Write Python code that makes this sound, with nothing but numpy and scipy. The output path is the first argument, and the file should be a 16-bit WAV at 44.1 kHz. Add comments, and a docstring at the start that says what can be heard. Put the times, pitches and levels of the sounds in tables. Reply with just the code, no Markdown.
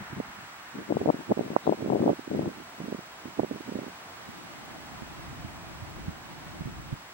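"""Wind on the two microphone ports of a camera held over a muddy puddle in the open.
From the start, the air hisses behind a fading swell and the camera's electronics whine faintly.
Gusts drive eddies into the ports: short hollow thuds over a flutter of smaller ones.
Just after the hardest thud, at about 1.7 s, comes one far chirp.
From about 4 s the wind eases to a low rumble with a few soft thumps."""
import sys
import numpy as np
from scipy import signal
from scipy.fft import rfft, irfft, next_fast_len
from scipy.io import wavfile
from scipy.ndimage import map_coordinates

SR = 44100
rng = np.random.default_rng(int(sys.argv[2]) if len(sys.argv) > 2 else 0)


def bounce(signal):
    """Save signal as a 16-bit WAV file at the path given by the first command-line argument."""
    frames = np.transpose(np.atleast_2d(signal))
    limited = np.clip(frames, -1, 1)
    pcm = np.round(limited * 32767).astype(np.int16)
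    wavfile.write(sys.argv[1], SR, pcm)


N = 314433
TIME = np.arange(N) / SR

# level rides of the far rush and the finer hiss: time_s, level_db
RUSH_RIDE = [(0, -48.5), (.5, -55), (1.2, -52), (1.9, -51.5), (2.6, -52.5), (4.1, -50.5), (4.6, -49.5),
             (6.3, -50), (7.13, -53)]
HISS_RIDE = [(0, -48), (3.0, -47.5), (4.3, -46.5), (5.4, -47), (7.13, -48)]
# tone of the rush, the hiss and the swell: frequency_hz, relative_db
RUSH_TONE = [(20, -19), (60, -5.5), (150, -0.5), (300, 0.5), (400, -3.5), (500, -6.5), (700, 2),
             (1000, 0.5), (1500, -7.5), (3000, -61), (12000, -80)]
HISS_TONE = [(30, -48), (300, -15.5), (700, -1.5), (1200, 0), (1600, 0), (2600, -4), (3300, -7),
             (5000, -10.5), (7000, -13.5), (10000, -19), (15000, -25)]
SWELL_TONE = [(300, -38), (900, -6), (1400, -1.5), (1900, -4.5), (2800, -14), (8000, -50)]
# stereo image of the air: frequency_hz, left_right_correlation
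AIR_IMAGE = [(60, 0.83), (300, 1), (800, 0.28), (1500, 0.19), (3000, -0.36), (5000, -0.54), (10000, -0.49),
             (15000, -0.3)]
# electronic whine, the upper two tones beating: pitch_hz, left_db, right_db
WHINE_TONES = [(7866.8, -77, -66.3), (15733.6, -83, -61), (15748.0, -90, -68)]
# gusts that drive the flutter: start_s, length_s, level_db, left_minus_right_db
GUST_CUES = [(0.0, 0.026, -43, 10.5), (0.12, .015, -40, -8), (0.166, 0.037, -37, -3),
             (0.253, 0.043, -48.5, -8), (0.38, 0.063, -53.5, -12), (0.752, 0.075, -38.5, -1),
             (0.894, 0.02, -32, 8.5), (0.952, 0.013, -31.5, 12.5), (1.0, .05, -31.5, 1),
             (1.079, 0.018, -22.5, 11), (1.136, 0.073, -40.5, 10), (1.302, 0.013, -26, -4),
             (1.381, 0.096, -36, 5), (1.502, 0.043, -36, 5), (1.669, 0.064, -27, 1), (1.783, 0.16, -36, -9),
             (1.895, 0.142, -27, 9.5), (2.061, 0.054, -24.5, 2), (2.313, 0.18, -31, 3.5),
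             (2.508, 0.11, -49, -12), (2.79, .135, -43, -10.5), (3.257, 0.041, -47, -16.5),
             (3.395, 0.01, -35.5, -21), (3.435, .025, -44, -9), (3.493, 0.076, -46.5, -14),
             (3.677, .02, -42.5, -16), (3.745, .05, -39, -12), (3.813, 0.066, -46, -21.5)]
# base pitch of the small eddies, before gust strength shifts it: time_s, pitch_hz
FLUTTER_PITCH = [(.5, 173), (.95, 280), (2.05, 290), (2.5, 251), (3.9, 310)]
# how the ports and their housing colour the wind: frequency_hz, gain_db
HOUSING_EQ = [(20, -15), (50, -14.5), (100, -6), (200, -1.5), (270, -0.5), (340, 0), (455, -1.5),
              (505, -2.5), (570, 1), (850, 2), (1500, 6)]
# big eddies, before the level cap and the housing: time_s, strength_db, port (0 left, 1 right)
BUFFET_CUES = [(0.129, -27, 1), (0.183, -27, 0), (0.202, -13, 1), (0.789, -21, 1), (0.908, -12.5, 0),
               (0.924, -8, 0), (0.97, -7.5, 0), (1.016, -12, 1), (1.06, -8, 1), (1.083, -11, 0),
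               (1.094, -7.5, 0), (1.102, -2.5, 0), (1.145, -17.5, 1), (1.307, -16, 1), (1.316, -7.5, 1),
               (1.321, -5, 0), (1.376, -13, 1), (1.394, -10, 1), (1.411, -12.5, 0), (1.505, -17.5, 0),
               (1.565, 3.5, 1), (1.676, -4.5, 0), (1.695, -5.5, 0), (1.725, -6, 0), (1.826, -16, 1),
               (1.862, -14, 1), (1.908, -14, 0), (1.934, -8.5, 0), (1.958, -8.5, 0), (1.995, -13.5, 0),
               (2.042, -11, 0), (2.063, -8.5, 0), (2.08, -5.5, 1), (2.095, -6.5, 1), (2.102, -7.5, 1),
               (2.132, -16, 1), (2.195, -23, 1), (2.279, -21, 1), (2.315, -13.5, 0), (2.349, -13.5, 1),
               (2.394, -10.5, 0), (2.477, -20, 1), (2.804, -21.5, 1), (2.885, -19.5, 1), (2.927, -14.5, 1),
               (2.948, -19, 1), (2.992, -24, 1), (3.257, -23, 1), (3.396, -6, 1), (3.434, -11.5, 1),
               (3.447, -16.5, 1), (3.513, -15.5, 1), (3.561, -22, 1), (3.609, -23, 1), (3.723, -19, 1),
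               (3.756, -16, 1), (3.79, -16.5, 1)]
# level rides of the late breeze: time_s, rumble_db, deep_db
BREEZE_RIDE = [(4.1, -62, -81), (4.3, -52, -69), (4.9, -50.5, -59), (5.3, -47.5, -45.5), (5.6, -51, -50.5),
               (5.9, -49.5, -45.5), (6.08, -46, -46), (6.19, -52, -59), (6.66, -47, -44),
               (6.92, -48.5, -49), (7.02, -69, -66)]
# tone of the breeze's rumble and of its deep layer: frequency_hz, relative_db
RUMBLE_TONE = [(10, -39), (60, -25), (150, 2.5), (240, -1.5), (330, 2), (410, -13), (800, -24), (3000, -90)]
DEEP_TONE = [(15, -11), (30, -4), (60, 9), (100, 4.5), (160, 7), (215, -16), (300, -21), (2000, -90)]
# soft low thumps in the breeze: time_s, peak_db, pitch_hz
THUMP_CUES = [(4.29, -30, 215), (5.023, -26.5, 186), (5.449, -24.5, 150), (5.825, -28.5, 110),
              (6.084, -18.5, 146), (6.61, -21.5, 150), (6.659, -24, 135), (6.675, -24, 210),
              (6.929, -18, 130)]


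def from_db(db):
    """Decibels to gain."""
    return 10 ** (np.asarray(db) / 20)


def rms_one(x):
    """Scale to an rms of 1."""
    return x / np.sqrt(np.mean(x ** 2) + 1e-20)


def in_time(rows):
    """Each column of a curve at every sample."""
    time_s, *columns = np.transpose(rows)
    return [np.interp(TIME, time_s, column) for column in columns]


def at_hz(points, hz):
    """Read a curve on a log-frequency axis."""
    point_hz, value = np.transpose(points)
    return np.interp(np.log(hz + 1e-9), np.log(point_hz), value)


def drift(rate_hz):
    """A smooth random wobble, about 1 in size, that changes about rate_hz times a second."""
    knots = rng.standard_normal(N // 40)
    return map_coordinates(knots, [TIME * rate_hz], order=2, mode="wrap")


def filtered(x, gain_at):
    """Weight each frequency by gain_at(hz)."""
    size = next_fast_len(N + SR // 10)
    hz = np.arange(size // 2 + 1) * SR / size
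    return irfft(rfft(x, size) * gain_at(hz), size)[:, :N]


def noise_bed(tone, image=((1, 0),)):
    """Stereo noise of rms 1 with a given tone and image; by default the sides are unrelated."""
    size = next_fast_len(N)
    hz = np.arange(size // 2 + 1) * SR / size
    alike = np.clip(at_hz(image, hz), -1, 1)
    mid, side = rfft(rng.standard_normal((2, size)))
    pair = np.sqrt(1 + alike) * mid + np.sqrt(1 - alike) * side * [[1], [-1]]
    return rms_one(irfft(pair * from_db(at_hz(tone, hz)), size)[:, :N])


def open_air(swell_db=-46.5, fade_db_per_s=6):
    """The backdrop: a far rush and a finer hiss, both leaning right, and a swell that dies away early."""
    rush_db, = in_time(RUSH_RIDE)
    hiss_db, = in_time(HISS_RIDE)
    rush = from_db(rush_db + 0.76 * drift(11)) * noise_bed(RUSH_TONE, AIR_IMAGE)
    hiss = from_db(hiss_db + 0.28 * drift(11)) * noise_bed(HISS_TONE, AIR_IMAGE)
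    fading_db = swell_db - fade_db_per_s * TIME
    swell = from_db(fading_db + 1.1 * drift(11)) * noise_bed(SWELL_TONE, AIR_IMAGE)
    return rush * from_db([[-.8], [.8]]) + hiss * from_db([[-.2], [.2]]) + swell


def whine():
    """Thin steady tones from the camera's circuits, a quarter cycle apart on the two sides."""
    phase = np.array([[np.pi / 2], [0]])
    return np.sqrt(2) * sum(from_db([[left_db], [right_db]]) * np.sin(2 * np.pi * hz * TIME + phase)
                            for hz, left_db, right_db in WHINE_TONES)


def gust_envelope(attack_db_per_s=899, release_db_per_s=750, lull_db=-67):
    """Each gust rises, holds and falls away; the strongest sets the level at each port, in dB."""
    start_s, length_s, level_db, balance_db = np.transpose(GUST_CUES)[:, :, None]
    attack_db = attack_db_per_s * np.maximum(start_s - TIME, 0)
    release_db = release_db_per_s * np.maximum(TIME - start_s - length_s, 0)
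    each_db = level_db - attack_db - release_db
    port_db = [(each_db + side * balance_db).max(axis=0) for side in (.5, -.5)]
    return np.maximum(port_db, lull_db)


def eddies(at_s, peak_db, pitch_hz, port, steepness, skew, size=2048):
    """Each eddy is one suck and push of pressure on one port; small fast ones are higher."""
    ratio = np.arange(size // 2 + 1) * SR / size / pitch_hz[:, None]
    band = (ratio * np.exp(-ratio ** 2 / 2)) ** steepness  # steeper is narrower
    phase = -np.pi / 2 + skew * rng.standard_normal((len(at_s), 1))  # skew makes the swing lopsided
    swings = np.roll(irfft(band * np.exp(1j * phase)), size // 2, axis=1)
    swings *= (from_db(peak_db) * size / 2 / band.sum(axis=1))[:, None]
    starts = np.clip(at_s * SR, 0, N - 1).astype(int)
    track = np.zeros((2, N + size))
    for start, side, swing in zip(starts, port > .5, swings):
        track[int(side), start:start + size] += swing
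    return track[:, size // 2:size // 2 + N]


def flutter(count=2200, base_pitch_at_db=-37, db_per_octave=55):
    """Small eddies crowd in at random; a harder gust makes them louder and higher."""
    port_db = gust_envelope()
    base_hz, = in_time(FLUTTER_PITCH)
    at = ((np.arange(count) + rng.random(count)) * (N - 1) / count).astype(int)
    strength, detune, side = rng.standard_normal((3, count))
    octaves = (port_db.mean(axis=0)[at] - base_pitch_at_db) / db_per_octave + 0.39 * detune
    peak_db = 4.9 * np.minimum(strength, 1)
    crowd = eddies(at / SR, peak_db, base_hz[at] * 2 ** octaves, side > 0, steepness=1.62, skew=1.63)
    return rms_one(crowd) * from_db(port_db)


def housing(wind):
    """The microphone sheds the bass and rings a little, so gusts flap hollowly rather than boom."""
    return filtered(wind, lambda hz: from_db(at_hz(HOUSING_EQ, hz)))


def port_bleed(wind, share=0.61, corner_hz=340, lag_s=0.00021):
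    """The stereo microphone feeds each port to the other channel, dulled and a little late."""
    dulled = signal.sosfilt(signal.butter(1, corner_hz, fs=SR, output="sos"), wind[::-1])
    return wind + share * np.array([np.interp(TIME - lag_s, TIME, side) for side in dulled])


def buffets(pitch_at_0_db_hz=495, db_per_octave=24.5, cap_db=-1.2):
    """Big eddies thud, higher the harder they hit, each with a weaker one just before or behind it."""
    at_s, strength_db, port = np.transpose(BUFFET_CUES)
    pitch_hz = pitch_at_0_db_hz * 2 ** (strength_db / db_per_octave)
    timing, weight = rng.uniform(-1.07, 1, (len(at_s), 2)).T
    flam_s = at_s + 0.00313 * (np.sign(timing) + .5 * timing)  # 3 to 5 ms either way
    flam_db = np.minimum(strength_db, -8) - 11 + 3 * weight
    thuds = eddies(at_s, np.minimum(strength_db, cap_db), pitch_hz, port, steepness=1.31, skew=0.52)
    return thuds + eddies(flam_s, flam_db, pitch_hz * 0.86, port, steepness=4.1, skew=1.5)


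def chirp(peak_s=1.655, half_width_s=0.042, peak_db=-56, pitch_hz=3750, sag_hz_per_s=3500, rasp_hz=330):
    """One far, raspy note that sinks in pitch, barely above the hiss."""
    since_s = TIME - peak_s
    hz = pitch_hz - sag_hz_per_s * np.clip(since_s, -.1, .1) + rasp_hz * drift(900)
    envelope = from_db(peak_db) * np.exp(-(since_s / half_width_s) ** 2)
    return envelope * np.sin(2 * np.pi * np.cumsum(hz) / SR)


def breeze(fade_in_s=0.12, crossing_s=0.0015, carried_gain=0.46, left_gain=0.92):
    """Slow air rumbles on both ports; what rolls over the right also reaches the left a moment later."""
    rumble_db, deep_db = in_time(BREEZE_RIDE)
    fade_in = np.clip((TIME - BREEZE_RIDE[0][0]) / fade_in_s, 0, 1)
    rumble = from_db(rumble_db + 1.7 * drift(35)) * noise_bed(RUMBLE_TONE)
    deep = from_db(deep_db + 1.2 * drift(22)) * noise_bed(DEEP_TONE)
    left, right = fade_in * (rumble + deep)
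    right = right + thumps()
    carried = np.interp(TIME - crossing_s, TIME, right)
    return np.array([left_gain * left + carried_gain * carried, right])


def thumps(wake_s=0.0091, wake_db=-5):
    """Large slow eddies on the right port, each trailed by a weaker one."""
    at_s, peak_db, pitch_hz = np.transpose(THUMP_CUES)
    right = np.ones(len(at_s))
    lead = eddies(at_s, peak_db, pitch_hz, right, steepness=1.3, skew=1.0)
    wake = eddies(at_s + wake_s, peak_db + wake_db, pitch_hz, right, steepness=1.7, skew=1.23)
    return (lead + wake)[1]


def scene():
    """The mix: gusts and then breeze up close, with air, chirp and whine behind."""
    gusts = port_bleed(housing(buffets() + flutter()))
    return gusts + breeze() + open_air() + chirp() + whine()


def record(dry):
    """A steep high cut takes off the very top."""
    cutoff_hz, edge_hz = 15980, 200
    return filtered(dry, lambda hz: np.clip((cutoff_hz - hz) / edge_hz + .5, 0, 1))


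dry = scene()
out = record(dry)
bounce(out)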